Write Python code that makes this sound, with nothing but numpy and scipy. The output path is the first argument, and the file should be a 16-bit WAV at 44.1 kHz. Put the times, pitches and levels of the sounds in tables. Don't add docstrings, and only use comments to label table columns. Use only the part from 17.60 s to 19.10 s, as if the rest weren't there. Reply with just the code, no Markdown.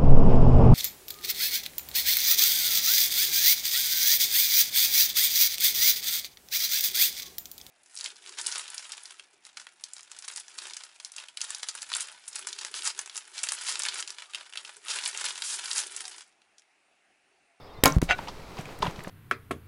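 import sys
import numpy as np
from scipy import signal
from scipy.fft import rfft, irfft
from scipy.io import wavfile
from scipy.ndimage import uniform_filter1d

SR = 44100
rng = np.random.default_rng(int(sys.argv[2]) if len(sys.argv) > 2 else 0)


def master(y):
    cut = np.clip(np.atleast_2d(y).T, -1, 1)
    pcm = np.round(cut * 32767)
    wavfile.write(sys.argv[1], SR, pcm.astype(np.int16))


N = 66150
T = np.arange(N) / SR


def undb(db):
    return 10 ** (np.asarray(db) / 20)


def unit(x):
    return x / np.sqrt(np.mean(x ** 2))


def curve(rows):
    time_s, level_db = np.array(rows).T
    return undb(np.interp(T, time_s, level_db, left=-150, right=-150))


def colour(x, table):
    freq_hz, relative_db = np.array(table).T
    bins_hz = np.fft.rfftfreq(N, 1 / SR)
    gain_db = np.interp(np.log(bins_hz + 1), np.log(freq_hz), relative_db)
    return unit(irfft(rfft(x) * undb(gain_db), N))


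def noise():
    return rng.standard_normal(N)


def decay(t, t60_s):
    return 1000. ** (-t / t60_s)


def ring(x, hz, t60_s):
    radius = np.exp(-np.log(1000) / (t60_s * SR))
    angle = 2 * np.pi * hz / SR
    return signal.lfilter([0, np.sin(angle)], [1, -2 * radius * np.cos(angle), radius * radius], x)


def add(out, start_s, x):
    i = int(start_s * SR)
    out[i:i + len(x)] += x[:N - i]
    return out


def burst(hz, width_hz, t60_s):
    rise_s = 0.00014
    t = np.arange(int(SR * t60_s) + 1) / SR
    puff = rng.standard_normal(len(t)) * decay(t, t60_s) * (1 - np.exp(-t / rise_s))
    edges_hz = np.clip([hz - width_hz / 2, hz + width_hz / 2], 100, 19000)
    x = signal.sosfilt(signal.butter(2, edges_hz, "band", fs=SR, output="sos"), puff)
    return x / np.abs(x).max()


def knock(hz, t60_s):
    contact_share = 0.44
    push = burst(hz, hz, contact_share * t60_s)
    x = ring(np.pad(push, (0, int(SR * t60_s))), hz, t60_s)
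    return x / np.abs(x).max()


def clicks(rate_per_s, spread_db):
    hits = rng.random(N) < rate_per_s / SR
    sizes = undb(spread_db * np.minimum(rng.exponential(size=N), 2.5))
    return hits * np.sign(noise()) * sizes


def walk(rate_hz):
    k = int(SR / rate_hz)
    return unit(uniform_filter1d(uniform_filter1d(noise(), k), k))


def note(start_s, length_s, start_hz, end_hz, level_db, blur_hz):
    blur_depth = .45
    n = int(length_s * SR)
    phase = 2 * np.pi * np.cumsum(np.geomspace(start_hz, end_hz, n)) / SR
    in_phase = (1 + blur_depth * walk(blur_hz)[:n]) * np.sin(phase)
    quadrature = blur_depth * walk(blur_hz)[:n] * np.cos(phase)
    tone = signal.windows.tukey(n, .5) * (in_phase + quadrature)
    return add(np.zeros(N), start_s, undb(level_db) * tone)


def air():
    # freq_hz, relative_db
    hush_colour = [(12, 2.5), (20, -4.5), (81, -10), (211, -21.5), (413, -15.5), (1200, -19.5),
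                   (1600, -29.5), (2200, -30), (2800, -34.5), (5200, -38), (6500, -48), (16200, -52)]
    hush_db, gust_rms_db, gust_top_hz = -45, 3.5, 148
    hush = colour(noise(), hush_colour)
    low = signal.sosfilt(signal.butter(2, gust_top_hz, fs=SR, output="sos"), hush)
    gust_gain = undb(gust_rms_db * walk(4))
    return undb(hush_db) * (hush + low * (gust_gain - 1))


def birds():
    # start_s, length_s, start_hz, end_hz, level_db, blur_hz
    bird_notes = [(0, .1, 5200, 5100, -64, 500), (0, .08, 4700, 4800, -64, 1000),
                  (0, .035, 3700, 3450, -61, 600), (.055, .105, 3720, 3660, -64, 200),
                  (.155, .08, 3640, 3580, -61, 90), (.135, .065, 2060, 2040, -59, 90),
                  (.128, .025, 5200, 4400, -63, 1400), (.135, .05, 4150, 4000, -63, 500),
                  (.06, .06, 3500, 3150, -65, 700), (.2, .033, 5800, 6300, -65, 700)]
    return sum(note(*row) for row in bird_notes)


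def thumps():
    # start_s, level_db, pitch_hz, t60_s, push (1 up, -1 down)
    jolts = [(.187, -31, 109, 0.037, 1), (0.2361, 1, 345, 0.005, 1), (0.237, -20, 61, 0.079, -1),
             (0.2571, 1.5, 306, 0.0089, 1), (0.258, -33, 137, 0.097, -1), (.312, -26.5, 152, 0.24, -1),
             (0.3653, -6, 136.4, 0.053, 1), (0.369, -8, 49.7, 0.095, -1), (0.377, -14.5, 155, 0.087, 1),
             (0.4182, -34, 258, 0.02, 1), (0.4269, -5.5, 248, 0.0142, 1), (.6, -43, 140, .12, 1),
             (0.4304, -22, 170, 0.087, -1), (.428, -27.5, 44, 0.17, -1), (0.491, -24.5, 54.6, 0.08, 1),
             (0.9933, -24.5, 161, 0.048, 1), (1.205, -29, 140, 0.047, 1), (1.2802, -18.5, 146, 0.037, -1),
             (1.224, -35.5, 38.6, 0.42, 1), (1.229, -25.5, 411, 0.074, 1), (1.242, -31.5, 167, 0.21, 1),
             (1.386, -28.5, 143, 0.027, 1), (.69, -38.5, 181, 0.065, 1), (1.471, -28.5, 193, 0.049, 1)]
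    rise_cycles = 0.045
    out = np.zeros(N)
    for start_s, level_db, hz, t60_s, push in jolts:
        t = np.arange(int(SR * t60_s)) / SR
        envelope = (1 - np.exp(-t * hz / rise_cycles)) * decay(t, t60_s)
        add(out, start_s, np.sign(push) * undb(level_db) * envelope * np.sin(2 * np.pi * hz * t))
    return out


def bow_cracks():
    # start_s, peak_db, centre_hz, width_hz, t60_s, limb_drive_db
    cracks = [(.2362, -6.5, 2850, 5000, 0.021, -47), (.2380, -1, 9200, 13100, .012, -24),
              (.2415, -21, 10700, 8000, 0.044, -52), (.2570, 3.5, 7400, 11200, 0.0076, -8),
              (.2590, -35, 13000, 8000, .03, -13), (.2655, -24, 10900, 8000, .02, -29),
              (0.2775, -21, 12900, 7000, .012, -61), (.4172, -21, 5700, 9300, 0.01, -35),
              (.4310, -32.5, 6600, 7440, 0.12, -57)]
    # freq_hz, gain_db, t60_s
    limb_modes = [(151, -6.5, 0.049), (279.3, -2.5, 0.2), (633.5, -22.5, 0.24), (775, 0.5, 0.054),
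                  (1051, -13, 0.16), (1085, -34, 0.3), (1380, -10, 0.094), (1374, -23, 0.21),
                  (1560, -32, 0.23), (1828, -18, 0.15), (1930, -48, 0.36), (2230, -8, 0.13),
                  (3872, -21, 0.12), (4500, -43, 0.3)]
    out, drive = np.zeros(N), np.zeros(N)
    for start_s, peak_db, hz, width_hz, t60_s, drive_db in cracks:
        add(out, start_s, undb(peak_db) * burst(hz, width_hz, t60_s))
        add(drive, start_s, np.array([undb(drive_db)]))
    for k, (hz, gain_db, t60_s) in enumerate(limb_modes):
        out += (-1) ** k * undb(gain_db) * ring(drive, hz, t60_s)
    return out


def bowstring():
    # time_s, level_db
    whoosh_level = [(.236, -37), (.240, -24), (.248, -43), (.256, -17.5), (.262, -15), (.285, -28),
                    (.32, -39), (.37, -44), (.4, -78)]
    # freq_hz, relative_db
    whoosh_colour = [(59, -38), (100, -10), (289, -5.5), (415, -1.5), (1030, -6), (2270, -15),
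                     (3120, -18.5), (6840, -22), (16000, -33)]
    # start_s, length_s, start_hz, end_hz, level_db, blur_hz
    whistle = (.2445, .012, 1300, 4000, -27, 600)
    # start_s, peak_db, pitch_hz
    slaps = [(0.2782, -16, 6500), (0.3017, -29, 5820), (0.3229, -22, 6020), (0.347, -33, 6300)]
    slap_t60_s = 0.007
    out = note(*whistle) + curve(whoosh_level) * colour(noise(), whoosh_colour)
    for start_s, peak_db, hz in slaps:
        add(out, start_s, undb(peak_db) * knock(hz, slap_t60_s))
    return out


def leaves():
    rate_at_1khz_per_s, spread_db, ring_cycles = 150, 9.5, 3
    out = np.zeros(N)
    for hz in 180 * 2. ** np.arange(0, 6.6, .5):
        grains = clicks(rate_at_1khz_per_s * (hz / 1000) ** .5, spread_db)
        out += unit(ring(grains, hz, ring_cycles / hz)) * np.sqrt(hz)
    return out


def brush():
    # time_s, level_db
    push_level = [(.416, -28), (.44, -46.5), (.47, -57), (.56, -48), (.59, -45.5), (.62, -47), (.69, -48.5),
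                  (.73, -51.5), (.94, -51.5), (.97, -48.5), (1.0, -40), (1.04, -52), (1.11, -46.5),
                  (1.2, -58.5), (1.225, -44), (1.25, -38.5), (1.28, -42), (1.32, -48.5), (1.4, -45),
                  (1.43, -52.5), (1.5, -45)]
    # freq_hz, relative_db
    brush_colour = [(60, -29), (130, 3.5), (250, -4.5), (400, -3.5), (1000, -12), (2500, -13), (4500, -24),
                    (7000, -27), (14400, -36), (16200, -44)]
    flutter_rms_db, flutter_hz, leaves_db = 2.5, 26, -2.5
    rustle = colour(noise(), brush_colour) * undb(flutter_rms_db * walk(flutter_hz))
    return curve(push_level) * (rustle + undb(leaves_db) * colour(leaves(), brush_colour))


def far_hiss():
    # freq_hz, relative_db
    hiss_colour = [(1500, -35), (4000, 9.5), (8000, -3), (16200, -12)]
    level_db, start_s = -59, .416
    return undb(level_db) * (T > start_s) * colour(noise(), hiss_colour)


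def strike():
    # time_s, level_db
    swell = [(.479, -59), (.483, -46), (.489, -38.5), (.492, -29.5), (.502, -24), (.514, -21.5),
             (.53, -29.5), (.545, -52), (.56, -44)]
    # start_s, size_db over the rattle
    hard_knocks = [(.4825, 18), (.4915, 14), (.5035, 22), (.5098, 22.5), (.5140, 19.5)]
    # freq_hz, relative_db, t60_s (before damping)
    shaft_modes = [(572, -9, 0.093), (734, -14, 0.13), (1482, -7, 0.24), (1507, -4, 0.52),
                   (1945, -13, 0.092), (2080, -7, 0.076), (2320, -6, 0.072), (2742, 1.5, 0.039),
                   (3200, -25, 0.033), (3885, -6.5, 0.1), (6100, -12, 0.043)]
    # freq_hz, relative_db
    rattle_colour = [(180, -57), (400, -35), (700, 6), (1150, -19.5), (1500, -1.5), (2600, -1), (5200, -16),
                     (5800, -33), (6400, -21), (9000, -29), (13000, -41), (16000, -58)]
    rattle_per_s, spread_db, dry_db, smear_t60_s = 2400, 5.5, 2, 0.0017
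    lodge_s, damping_time_s, damping_db = .549, .004, -14
    envelope = curve(swell)
    knocks = clicks(rattle_per_s, spread_db)
    knocks = knocks / np.sqrt(uniform_filter1d(knocks ** 2, size=800) + 1e-3)
    for start_s, size_db in hard_knocks:
        add(knocks, start_s, np.array([undb(size_db)]))
    knocks = knocks * envelope
    shaft = sum(undb(db) * ring(knocks, hz, t60_s) for hz, db, t60_s in shaft_modes)
    shaft = shaft * undb(damping_db * np.clip((T - lodge_s) / damping_time_s, 0, 1))
    smear = signal.lfilter([1], [1, -decay(1 / SR, smear_t60_s)], np.abs(knocks))
    grit = 0.25 * smear * noise()
    size = np.sqrt(np.mean(envelope ** 2))
    return size * (unit(shaft) + undb(dry_db) * colour(knocks + grit, rattle_colour))


def branches():
    # start_s, knock_peak_db, knock_hz, crackle_peak_db, crackle_hz, base_t60_s (scaled per part)
    snaps = [(.583, -34, 1760, -37, 3460, 0.047), (0.589, -26.5, 930, -34.5, 2440, 0.037),
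             (.673, -36, 856, -34, 2500, 0.058), (.683, -30.5, 994, -29.5, 4170, 0.061),
             (.969, -36.5, 990, -39, 3530, 0.041), (.980, -36, 780, -34.5, 2400, 0.069),
             (.987, -34.5, 725, -38, 5500, 0.045), (1.009, -54, 734, -39, 7400, 0.031),
             (1.055, -35, 2470, -42.5, 6740, 0.024), (1.09, -40.5, 764, -43, 2480, 0.022),
             (1.189, -40, 2030, -39, 10900, 0.012), (1.222, -23, 886, -22.5, 3280, 0.04),
             (1.2254, -16, 1005, -23.5, 4250, 0.044), (1.238, -29, 990, -36, 2480, 0.038),
             (1.243, -25.5, 950, -37, 3520, 0.059), (1.254, -24.5, 2250, -44, 5970, 0.01),
             (1.262, -24.5, 1010, -38, 3000, 0.097), (1.268, -25.5, 940, -24, 2960, 0.02),
             (1.274, -30, 930, -39, 2520, 0.024), (1.297, -35, 890, -41, 3500, .03),
             (1.310, -38, 900, -39, 6460, 0.01), (1.36, -42, 1080, -38, 4200, 0.016),
             (1.392, -29, 1760, -39, 4020, 0.015), (1.405, -33, 1890, -60, 3000, 0.018),
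             (1.437, -58, 1500, -39, 9900, .02), (1.445, -32.5, 1750, -47, 3000, 0.037),
             (1.473, -29.5, 670, -34.5, 1840, .02), (1.48, -51, 1000, -40, 6640, 0.017)]
    rough_width, rough_db = 0.66, -4.5
    crackle_width = 0.65
    out = np.zeros(N)
    for start_s, knock_db, hz, crackle_db, crackle_hz, t60_s in snaps:
        add(out, start_s, undb(knock_db) * knock(hz, .5 * t60_s))
        add(out, start_s, undb(knock_db + rough_db) * burst(hz, rough_width * hz, t60_s))
        crackle = burst(crackle_hz, crackle_width * crackle_hz, 1.17 * t60_s)
        add(out, start_s, undb(crackle_db) * crackle)
    return out


def scene():
    shot = thumps() + bow_cracks() + bowstring()
    pig = brush() + branches()
    return (air() + birds() + shot + pig + far_hiss() + strike())[None]


def record(dry):
    # time_s, gain_db
    dip = [(0.3848, -4.5), (0.39, 1), (0.392, -5), (0.414, -12.5), (0.416, 8)]
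    drive, top_hz = 0.95, 16100
    time_s, gain_db = np.array(dip).T
    gain = undb(np.interp(T, time_s, gain_db, left=0, right=0))
    rounded = np.tanh(drive * dry * gain) / drive
    return signal.sosfilt(signal.ellip(10, .2, 70, top_hz, fs=SR, output="sos"), rounded)


dry = scene()
out = record(dry)
master(out)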